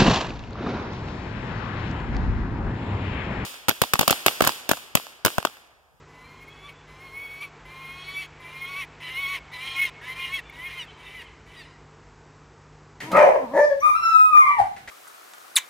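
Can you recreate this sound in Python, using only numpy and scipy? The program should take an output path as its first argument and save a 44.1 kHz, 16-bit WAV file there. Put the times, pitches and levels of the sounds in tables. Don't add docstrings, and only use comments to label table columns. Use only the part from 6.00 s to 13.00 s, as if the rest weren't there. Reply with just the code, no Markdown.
import sys
import numpy as np
from scipy import signal
from scipy.fft import rfft, irfft, next_fast_len
from scipy.io import wavfile
from scipy.ndimage import map_coordinates

SR = 44100
rng = np.random.default_rng(int(sys.argv[2]) if len(sys.argv) > 2 else 0)


def unload_wav(signal):
    wavfile.write(
        sys.argv[1],
        SR,
        np.round(np.clip(np.atleast_2d(signal).T, -1, 1) * 32767).astype(np.int16),
    )


N = 308743
T = np.arange(N) / SR


def from_db(db):
    return 10 ** (np.asarray(db) / 20)


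def rms_one(x):
    return x / np.sqrt(np.mean(x ** 2) + 1e-20)


def in_time(rows, t):
    s, *columns = np.transpose(rows)
    return [np.interp(t, s, column) for column in columns]


def bumps(rows, t):
    return sum(height * np.exp(-((t - s) / width) ** 2) for s, width, height in rows)


def coloured_noise(spectrum, size):
    hz, db = np.transpose(spectrum)
    padded = next_fast_len(size, True)
    bins = np.fft.rfftfreq(padded, 1 / SR) + 1e-3
    gain = from_db(np.interp(np.log(bins), np.log(hz), db, left=-120, right=-120))
    noise = irfft(rfft(rng.standard_normal(padded)) * gain, padded)
    return rms_one(noise[:size])


def drift(rate_hz, size):
    r = np.exp(-2 * np.pi * rate_hz * 20 / SR)
    noise = rng.standard_normal(size // 20 + 2002)
    slow = signal.lfilter([1], [1, -2 * r, r * r], noise)[2000:]
    return np.interp(np.arange(size) / 20, np.arange(len(slow)), rms_one(slow))


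def cycles(hz):
    return 2 * np.pi * np.cumsum(hz) / SR


def valley():
    # (frequency [Hz], relative level [dB])
    valley_colour = [(22, -54.5), (48, 1.5), (75, -7), (115, -9), (200, -11), (330, -10), (450, -6.5),
                     (560, -18), (950, -12), (1500, -18), (3100, -34), (5000, -29), (8000, -31.5),
                     (8900, -108)]
    return from_db(-53) * coloured_noise(valley_colour, N)


def breeze():
    # (time [s], level [dB])
    breeze_level = [(0, -57.5), (1.5, -53), (4, -52), (4.9, -54), (5.6, -59.5), (7, -61.5)]
    # (frequency [Hz], relative level [dB])
    breeze_colour = [(200, -14), (450, 1), (1000, 4), (1600, 2.5), (2400, 0.5), (4000, -10), (8000, -25)]
    return from_db(in_time(breeze_level, T)[0]) * coloured_noise(breeze_colour, N)


def gust():
    # (time [s], level [dB])
    gust_level = [(0, -74), (4.85, -60.5), (5.05, -57), (5.3, -54.5), (5.55, -62), (7, -78)]
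    # (frequency [Hz], relative level [dB])
    gust_colour = [(30, -14), (52, 12.5), (68, 19), (100, -11.5)]
    return from_db(in_time(gust_level, T)[0]) * coloured_noise(gust_colour, N)


def hum(waver_db=1.0, waver_hz=0.26):
    # (frequency [Hz], level [dB])
    hum_lines = [(50, -69), (99.5, -62.5), (149.8, -57.5), (250, -73.5)]
    # (time [s], level [dB])
    hum_swell = [(0, -56), (1, -53.5), (1.21, -62), (1.5, -54), (4.5, -54.5), (5.15, -57), (5.7, -54),
                 (7, -52)]
    swell, = in_time(hum_swell, T)
    swell = swell - swell.mean()
    out = np.zeros(N)
    for hz, db in hum_lines:
        gain = from_db(db + swell + waver_db * drift(4.0, N))
        out += np.sqrt(2) * gain * np.sin(cycles(hz + waver_hz * drift(2.01, N)))
    return out


def crevice(x, ring_hz=2240, width_hz=280, ring_t60=0.61, ring_db=-29):
    edges = [ring_hz - width_hz / 2, ring_hz + width_hz / 2]
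    band = signal.butter(2, edges, "band", fs=SR, output="sos")
    decay = from_db(-60 * T[:SR] / ring_t60)
    answer = rms_one(rng.standard_normal(SR) * decay) / np.sqrt(SR)
    return from_db(ring_db) * signal.fftconvolve(x, signal.sosfilt(band, answer))[:N]


def cliff(bird, scatter_s=0.0027, tail_t60=1.0, tail_db=0, dull_hz=2300, slip_rad=1.1, slip_hz=35):
    # (time [s], level [dB])
    echo_share = [(0, -5), (1.4, -29), (3.8, -29.5), (4.35, -25.5), (4.8, -17), (5.2, -11.5), (5.6, -7.5),
                  (7, -8)]
    # (time [s], delay [s])
    cliff_delay = [(0, .12), (4.32, .12), (5.9, .024), (7, .024)]
    # (delay after the first [s], level [dB])
    echoes = [(0, 4.5), (.034, 2), (.06, -3), (.1, -6), (.14, -11)]
    sent = bird * from_db(in_time(echo_share, T)[0])
    delayed = map_coordinates(sent, [(T - in_time(cliff_delay, T)[0]) * SR], order=3)
    analytic = signal.hilbert(delayed, next_fast_len(N))[:N]
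    scattered = np.real(analytic * np.exp(1j * slip_rad * drift(slip_hz, N)))
    t = T[:SR]
    power = from_db(2 * tail_db) * rms_one(from_db(-60 * t / tail_t60)) ** 2
    for delay, db in echoes:
        smear = np.exp(-abs(t - delay) / scatter_s) * (t >= delay)
        power = power + from_db(2 * db) * rms_one(smear) ** 2
    answer = np.sqrt(power / SR) * rng.standard_normal(SR)
    answer = signal.sosfilt(signal.butter(1, dull_hz, fs=SR, output="sos"), answer)
    return signal.fftconvolve(scattered, answer)[:N]


def digital_edge(x, edge_db=-17, camera_rate=32000):
    band = signal.sosfilt(signal.butter(3, [1900, 2600], "band", fs=SR, output="sos"), x)
    return from_db(edge_db) * band * np.cos(2 * np.pi * (SR - camera_rate) * T)


def peeps():
    # (time [s], frequency [Hz], peak level [dB], half length to 1/e [s])
    peep_notes = [(4.499, 2210, -34.5, 0.0027)]
    return sum(from_db(db) * bumps([(s, length, 1)], T) * np.sin(2 * np.pi * hz * T)
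               for s, hz, db, length in peep_notes)


def effort(t, length, crescendo_db, attack_s=0.032, attack_db=10.5, release_s=0.039, release_db=11):
    opening = np.clip(1 - t / attack_s, 0, 1)
    closing = np.clip(1 - (length - t) / release_s, 0, 1)
    return -crescendo_db * (1 - t / length) - attack_db * opening - release_db * closing


def squeal_db(harmonic, t):
    # (time [s], half length to 1/e [s], harmonic, lift [dB])
    squeals = [(0.253, 0.087, 4, 12), (0.524, 0.03, 3, 10.5), (0.632, 0.05, 3, 8), (1.09, 0.06, 4, 5.5),
               (1.43, .03, 4, -4), (2.8, .03, 4, -4), (3.82, .05, 4, -5), (4.35, .025, 4, -4),
               (1.256, 0.073, 3, 10), (2.02, 0.031, 3, 3.5), (2.66, 0.046, 3, 8.5), (2.02, 0.09, 4, 6),
               (3.056, 0.059, 3, 9), (3.058, 0.026, 4, 11), (3.26, 0.027, 3, 4.5), (3.545, 0.033, 4, 12),
               (3.704, 0.044, 3, 8.5), (3.83, 0.025, 3, 2.5), (4.23, .025, 3, 7.5), (4.353, 0.018, 3, 8),
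               (4.394, .012, 4, 15), (4.545, .015, 4, 12), (4.666, 0.015, 3, 9), (4.806, 0.02, 3, 14),
               (4.81, 0.026, 6, 10.5), (4.832, 0.011, 4, 15), (5.198, 0.02, 3, 9), (5.5, .04, 3, 4),
               (5.2, .012, 5, 11), (5.205, 0.027, 6, 11), (5.212, .008, 4, 13), (5.587, 0.025, 4, 6.5),
               (5.584, 0.029, 5, 11.5)]
    return bumps([(s, width, db) for s, width, k, db in squeals if round(k) == harmonic], t)


def swell_db(harmonic, steps, t):
    # (time [s], half length to 1/e [s], harmonic, flutter steps away, lift [dB])
    flutter_swells = [(.29, 0.075, 2, 1, 7.5), (1.11, .025, 2, 1, -9), (1.2, .05, 2, 1, 7),
                      (1.84, 0.13, 2, 1, 3.5), (1.88, .1, 1, 1, 8.5), (2.11, 0.046, 2, 1, -10),
                      (2.183, .025, 2, 1, 4.5), (2.03, 0.097, 4, -1, 6), (2.1, .04, 3, 1, 6),
                      (1.967, .08, 3, -1, -2), (2.47, .07, 2, 1, 4.5), (2.67, .06, 1, 1, 7),
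                      (3.027, 0.021, 2, 1, -3), (3.06, .04, 3, -1, 5), (3.15, .03, 2, 1, -7),
                      (3.173, 0.049, 3, -1, 8), (3.21, .025, 2, 1, 3), (3.27, .025, 2, 1, -7),
                      (3.63, 0.031, 2, 1, 2), (3.783, 0.046, 3, -1, 4.5), (3.822, 0.036, 2, -1, 7),
                      (3.86, .03, 2, 1, -2), (4.05, 0.046, 2, -1, 12), (4.229, 0.035, 2, 1, 6.5),
                      (4.243, 0.04, 3, -1, 12), (4.3, .025, 2, -1, 8), (4.352, 0.017, 2, 1, 4),
                      (4.66, .02, 2, 1, 7), (4.686, 0.046, 2, -1, 16.5), (4.7, .04, 3, -1, 7),
                      (4.77, 0.023, 2, 1, 5), (5.09, .06, 2, 1, 2.5), (5.08, .05, 3, -1, 7),
                      (5.07, 0.052, 4, -1, 8)]
    return bumps([(s, width, db) for s, width, k, step, db in flutter_swells
                  if (round(k), round(step)) == (harmonic, steps)], t)


def partial(db, phase, hoarse, flicker_db=3.2, slip_rad=0.48, rate_hz=140):
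    size = len(phase)
    grain = rms_one(from_db(flicker_db * hoarse * drift(rate_hz, size)))
    slip = slip_rad * hoarse * drift(rate_hz, size)
    return np.sqrt(2) * from_db(db) * grain * np.sin(phase + slip)


def upper_harmonics(upper_db, phase, hoarse, t, top_blur=0.12):
    # (multiple of the pitch, relative level [dB])
    overtones = [(4, -4.5), (5, -10), (6, -13), (7, -18), (8, -17.5), (9, -13)]
    out = np.zeros(len(t))
    for k, db in overtones:
        tone_db = upper_db + db + squeal_db(round(k), t) + 3.0 * drift(27, len(t))
        out += partial(tone_db, round(k) * phase, hoarse + top_blur * (k - overtones[0][0]))
    return out


def flutter_tones(side_db, phase, flutter, hoarse, t):
    # (harmonic, flutter steps away, relative level [dB])
    side_tones = [(1, 1, -12.5), (1, -1, -23.5), (2, -2, -27), (2, -1, -11), (2, 1, 1.5), (2, 2, -15),
                  (3, -2, -13), (3, -1, -5.5), (3, 1, -11), (4, -2, -16.5), (4, -1, -9), (5, -1, -21.5),
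                  (5, 1, -22), (6, -1, -27)]
    out = np.zeros(len(t))
    for k, step, db in side_tones:
        slip = rng.uniform(0, 2 * np.pi) + 0.52 * drift(29, len(t))
        tone_db = side_db + db + swell_db(round(k), round(step), t) + 3.0 * drift(28, len(t))
        out += partial(tone_db, round(k) * phase + round(step) * flutter + slip, hoarse)
    return out


def torn_voice(base_db, phase, flutter, torn):
    # (harmonic, half flutter steps away, rounded when used, level against the rasp [dB])
    torn_tones = [(2, -1, 0.5), (2, 0, 2), (2, 4, 1), (3, -5, -7.5), (3, -1, 1.5), (4, -2.5, -6.5)]
    out = np.zeros(len(phase))
    for k, step, db in torn_tones:
        angle = round(k) * phase + round(step) * flutter / 2 + rng.uniform(0, 2 * np.pi)
        out += torn * partial(base_db + db, angle, torn)
    return out


def rasping_air(air_db, flutter):
    # (frequency [Hz], relative level [dB])
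    throat = [(600, -37), (1100, 0), (1550, -32), (1880, 12), (2300, 10), (2700, -13), (3150, 6),
              (3700, -2.5), (4200, -2), (4800, -7.5), (6500, -9), (8000, -16), (9500, -4.5), (11000, -88.5)]
    puffs = 1 + 0.2 * np.cos(flutter)
    return from_db(air_db) * coloured_noise(throat, len(flutter)) * puffs


def call(cry, fundamental_level, octave_level, syrinx):
    # (time [s], half length to 1/e [s], extra rasp [dB])
    croaks = [(.697, 0.018, 23), (1.433, 0.025, 12.5), (2.235, 0.027, 9.5), (2.49, .03, 3),
              (2.745, 0.019, 4.5), (2.828, 0.02, 6.5), (3.02, 0.029, 6.5), (3.09, 0.028, 5.5),
              (3.358, 0.03, 8.5), (3.535, 0.014, 5), (3.62, 0.011, 2), (3.675, 0.015, 5.5),
              (3.82, 0.031, 2), (3.882, 0.019, 5), (4.09, 0.045, 4), (4.225, .025, 2), (4.27, .018, 4),
              (4.393, 0.011, 14), (4.71, 0.022, 4.5), (4.765, 0.017, 2), (4.826, 0.018, 5.5),
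              (5.222, 0.011, 7.5), (5.555, 0.018, 3.5)]
    # (time [s], half length to 1/e [s], level change [dB])
    catches = [(1.402, 0.0045, -4), (3.0, 0.0037, 0), (3.34, 0.0042, -1.5), (3.585, 0.015, -3.5),
               (3.735, 0.026, -1.5), (3.811, 0.0038, -6.5), (3.849, 0.0016, -9), (4.147, 0.013, -6),
               (4.305, 0.031, -2.5)]
    # (time [s], amount [0-1])
    hoarseness = [(0, .3), (1.8, .1), (3, .4), (3.6, .5), (4.2, .6), (4.6, .7), (5, 1)]
    start, end, level_db, crescendo_db, upper_rel_db, flutter_rel_db, rasp_rel_db, push_s, push_db, yelp = cry
    at = np.flatnonzero((T >= start) & (T <= end))
    t, size = T[at], len(at)

    push_lift_db = push_db * bumps([(push_s, 0.032, 1)], t)
    croak_db = bumps(croaks, t)
    effort_db = effort(t - start, end - start, crescendo_db) + push_lift_db
    harmonic_loss_db = 0.38 * croak_db

    low_db = in_time(fundamental_level, t)[0] - 1 + 2 * drift(23, size)
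    octave_db = in_time(octave_level, t)[0] - 1 - 0.064 * croak_db + 2.03 * drift(42, size)
    third_db = level_db - 1 + effort_db + squeal_db(3, t) - harmonic_loss_db
    upper_db = level_db + upper_rel_db + 0.94 * effort_db - harmonic_loss_db
    flutter_db = level_db + flutter_rel_db + 0.8 * effort_db + 0.12 * croak_db
    rasp_db = level_db + rasp_rel_db + 0.9 * (effort_db - push_lift_db / 2) + croak_db

    clear = np.clip(yelp, 0, 1) * np.clip(2 * (1 - (t[-1] - t) / 0.11), 0, 1)
    yelp_cut_db, yelp_bright_db = -6 * clear, 5 * clear
    rough = np.clip(from_db(rasp_db - octave_db + 6.5), 0, 1) * (1 - clear)
    torn = np.clip(croak_db / 6, 0, 1)
    hoarse = np.maximum(in_time(hoarseness, t)[0], torn) * (1 - clear)

    pitch, flutter_hz = in_time(syrinx, t)
    pitch = pitch * (1 + 0.00315 * drift(13.3, size))
    pitch_jitter = 0.003 + 0.013 * rough * np.sqrt(hoarse) + 0.016 * torn * (1 - clear)
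    flutter_jitter = 0.022 * (0.23 + rough * hoarse + torn)
    phase = cycles(pitch * (1 + pitch_jitter * drift(170, size)))
    flutter = cycles(flutter_hz * (1 + flutter_jitter * drift(62, size)))

    voice = partial(low_db, phase, hoarse * rough)
    voice += partial(octave_db, 2 * phase, hoarse * rough)
    voice += partial(third_db + 3.0 * drift(51, size), 3 * phase, hoarse)
    voice += upper_harmonics(upper_db + yelp_bright_db, phase, hoarse, t)
    voice += flutter_tones(flutter_db - 2.5 + yelp_cut_db, phase, flutter, hoarse, t)
    voice += torn_voice(rasp_db + yelp_cut_db, phase, flutter, torn)
    rasp = rasping_air(rasp_db + 4.8 + yelp_cut_db, flutter)

    edges = np.clip(np.minimum(t - t[0], t[-1] - t) / 0.0043, 0, 1)
    out = np.zeros(N)
    out[at] = (voice + rasp) * from_db(bumps(catches, t)) * edges
    return out


def scene():
    # (start [s], end [s], base level [dB], crescendo [dB],
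    #   upper harmonics, flutter, rasp [dB against the base level, before trims in call],
    #   time of the final push [s], push strength [dB], clearness of the closing yelp [0-1])
    cries = [ (0.073, 0.731, -61.5, 9, -4.5, 1.5, -17.5, .655, 4.5, 0.03),
             (0.87, 1.491, -58.5, 7.3, 0, 2.3, -16, 1.428, 7.5, 0.036),
             (1.647, 2.268, -44, 16.3, -7.5, 0.5, -10, 2.2, 0.5, 0.6),
             (2.395, 2.855, -48.5, 15.2, -3, 6.5, -4, 2.8, 3.5, 0.026),
             (2.999, 3.393, -41.5, 10.3, -5.5, 3.4, -10, 3.34, 1, 0.12),
             (3.514, 3.902, -39, 11.7, -5.5, 3.8, -7, 3.83, 2, 0.31),
             (4.011, 4.409, -42, 8.9, -8, 1.7, -7, 4.35, 5, 0.75),
             (4.521, 4.859, -49.5, 6.6, -7.5, 2.3, -5, 4.81, 7, 0.76),
             (4.971, 5.255, -52, 8.2, -10, 1.4, -3.5, 5.205, 1, 0.47),
             (5.454, 5.661, -57.5, 9.8, -4.5, 3, -1, 5.598, 7, 0.79), ]
    # (time [s], level before a 1 dB cut [dB])
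    fundamental_levels = [
        [(0.07, -73), (0.118, -59), (0.242, -55), (0.468, -64), (0.48, -68), (0.612, -63), (0.666, -48),
         (0.73, -63)],
        [(0.87, -60), (1.124, -52.5), (1.234, -67), (1.298, -65), (1.378, -64), (1.422, -46), (1.472, -56),
         (1.49, -60)],
        [(1.645, -57), (1.819, -50.5), (2.031, -51), (2.045, -62), (2.097, -47.5), (2.201, -60), (2.227, -56),
         (2.27, -58)],
        [(2.4, -55), (2.446, -51), (2.602, -50), (2.632, -45), (2.668, -47.5), (2.716, -41), (2.816, -41.5),
         (2.85, -61)],
        [(3.0, -57), (3.04, -49), (3.16, -51), (3.2, -41.5), (3.264, -43), (3.32, -36), (3.364, -44),
         (3.39, -56)],
        [(3.51, -63), (3.548, -46.5), (3.726, -47), (3.746, -40), (3.806, -46), (3.854, -60), (3.884, -47),
         (3.9, -57)],
        [(4.01, -57), (4.076, -47), (4.15, -48.5), (4.228, -41.5), (4.28, -52), (4.306, -39), (4.392, -53),
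         (4.41, -61)],
        [(4.52, -58), (4.586, -54), (4.632, -47.5), (4.666, -58), (4.7, -58), (4.788, -54), (4.82, -56),
         (4.856, -66)],
        [(4.97, -67), (4.98, -64), (5.05, -55.5), (5.158, -61), (5.228, -55), (5.25, -65)],
        [(5.46, -71), (5.468, -67), (5.492, -66), (5.53, -59), (5.568, -77), (5.612, -70), (5.632, -74),
         (5.65, -75)],
    ]
    # (time [s], level before a 1 dB cut [dB])
    octave_levels = [
        [(0.07, -62), (0.12, -61), (0.21, -50.5), (0.26, -60), (0.31, -56), (0.378, -61), (0.43, -46),
         (0.458, -74), (0.484, -42), (0.522, -66.5), (0.704, -45), (0.716, -58), (0.728, -50)],
        [(0.87, -57), (0.946, -56), (0.972, -59), (1.026, -46), (1.11, -50.5), (1.162, -37.5), (1.4, -43.5),
         (1.411, -32.5), (1.444, -32), (1.475, -58)],
        [(1.645, -58), (1.661, -53), (1.867, -41.5), (2.059, -49.5), (2.083, -34.5), (2.137, -47), (2.157, -32),
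         (2.179, -30.5), (2.227, -35.5), (2.27, -52)],
        [(2.415, -51), (2.435, -54), (2.465, -44), (2.49, -53), (2.575, -40), (2.595, -53), (2.62, -32),
         (2.656, -37), (2.666, -41), (2.802, -30.5), (2.826, -32.5), (2.855, -52)],
        [(2.998, -57), (3.012, -44), (3.04, -41.5), (3.1, -40), (3.14, -36.5), (3.19, -27.5), (3.346, -30.5),
         (3.358, -27), (3.382, -50), (3.395, -52)],
        [(3.507, -58), (3.537, -42), (3.687, -37.5), (3.729, -54.5), (3.775, -27.5), (3.831, -19),
         (3.873, -30.5), (3.9, -70)],
        [(4.012, -46.5), (4.05, -50.5), (4.1, -35.5), (4.136, -43), (4.148, -48.5), (4.216, -34),
         (4.298, -38.5), (4.346, -24.5), (4.39, -38.5), (4.408, -57)],
        [(4.52, -49), (4.546, -56), (4.6, -39), (4.674, -34.5), (4.692, -46.5), (4.785, -37.5), (4.81, -45),
         (4.838, -56), (4.85, -47)],
        [(4.97, -56), (4.99, -63), (5.028, -62), (5.05, -50.5), (5.078, -46), (5.128, -51.5), (5.186, -35.5),
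         (5.21, -52), (5.245, -66)],
        [(5.46, -61), (5.478, -61), (5.526, -57.5), (5.56, -54), (5.6, -48.5), (5.617, -42), (5.64, -69)],
    ]
    # (time [s], pitch [Hz], flutter rate [Hz])
    syrinx_curves = [
        [(.07, 990, 258), (.2, 1012, 263.3), (.3, 1052, 279), (.42, 1085, 295), (.48, 1080, 333.5),
         (.52, 1112, 353), (.68, 1150, 324), (.72, 1115, 307)],
        [(.87, 1010, 256), (.96, 1030, 263), (1.035, 1085, 276), (1.1, 1062, 280), (1.21, 1112, 289.4),
         (1.3, 1106, 301), (1.39, 1118, 317), (1.428, 1160, 326), (1.48, 1110, 325)],
        [(1.645, 1020, 267.5), (1.79, 1062, 299.8), (1.88, 1068, 312.5), (2.0, 1092, 325.5), (2.085, 1126, 331),
         (2.14, 1124, 346), (2.2, 1150, 354), (2.24, 1129, 350), (2.27, 1094, 340)],
        [(2.39, 1015, 278.4), (2.46, 1018, 302), (2.51, 1030, 309.4), (2.55, 1064, 277), (2.64, 1076, 308.4),
         (2.72, 1118, 313.5), (2.795, 1140, 382), (2.82, 1105, 364.4), (2.85, 1000, 350)],
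        [(3.0, 1030, 289), (3.04, 1008, 291.2), (3.09, 1020, 266.2), (3.15, 1048, 290.3), (3.21, 1117, 328.3),
         (3.265, 1098, 306), (3.32, 1132, 357), (3.36, 1085, 399), (3.39, 980, 348)],
        [(3.51, 960, 277.6), (3.545, 1022, 287), (3.58, 985, 298), (3.61, 1040, 267), (3.68, 1072, 309),
         (3.72, 1066, 278), (3.77, 1078, 307), (3.825, 1098, 357.4), (3.87, 1082, 414), (3.9, 980, 363)],
        [(4.01, 920, 258), (4.06, 1012, 272), (4.13, 1020, 258.8), (4.19, 1058, 322.7), (4.24, 1068, 325),
         (4.28, 1055, 305), (4.345, 1106, 416), (4.372, 1090, 417), (4.407, 900, 353)],
        [(4.52, 945, 267), (4.59, 985, 299.7), (4.66, 1078, 325), (4.72, 1052, 286.7), (4.788, 1055, 380),
         (4.797, 990, 325), (4.819, 975, 306), (4.825, 931, 295), (4.85, 903, 282)],
        [(4.97, 995, 281), (5.08, 1000, 318.7), (5.15, 1020, 278), (5.185, 995, 323), (5.2, 955, 315),
         (5.225, 935, 290), (5.24, 930, 270)],
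        [(5.46, 980, 276), (5.54, 1000, 317.4), (5.58, 968, 297), (5.6, 955, 305), (5.618, 900, 293),
         (5.64, 880, 258)],
    ]
    controls = zip(cries, fundamental_levels, octave_levels, syrinx_curves)
    bird = sum(call(*one_cry) for one_cry in controls) + peeps()
    background = valley() + breeze() + gust() + hum()
    mix = background + crevice(bird) + cliff(bird) + digital_edge(bird) + bird
    return np.tile(mix, (2, 1))


def record(dry):
    return signal.sosfilt(signal.cheby2(14, 70, 16000, fs=SR, output="sos"), dry)


dry = scene()
out = record(dry)
unload_wav(out)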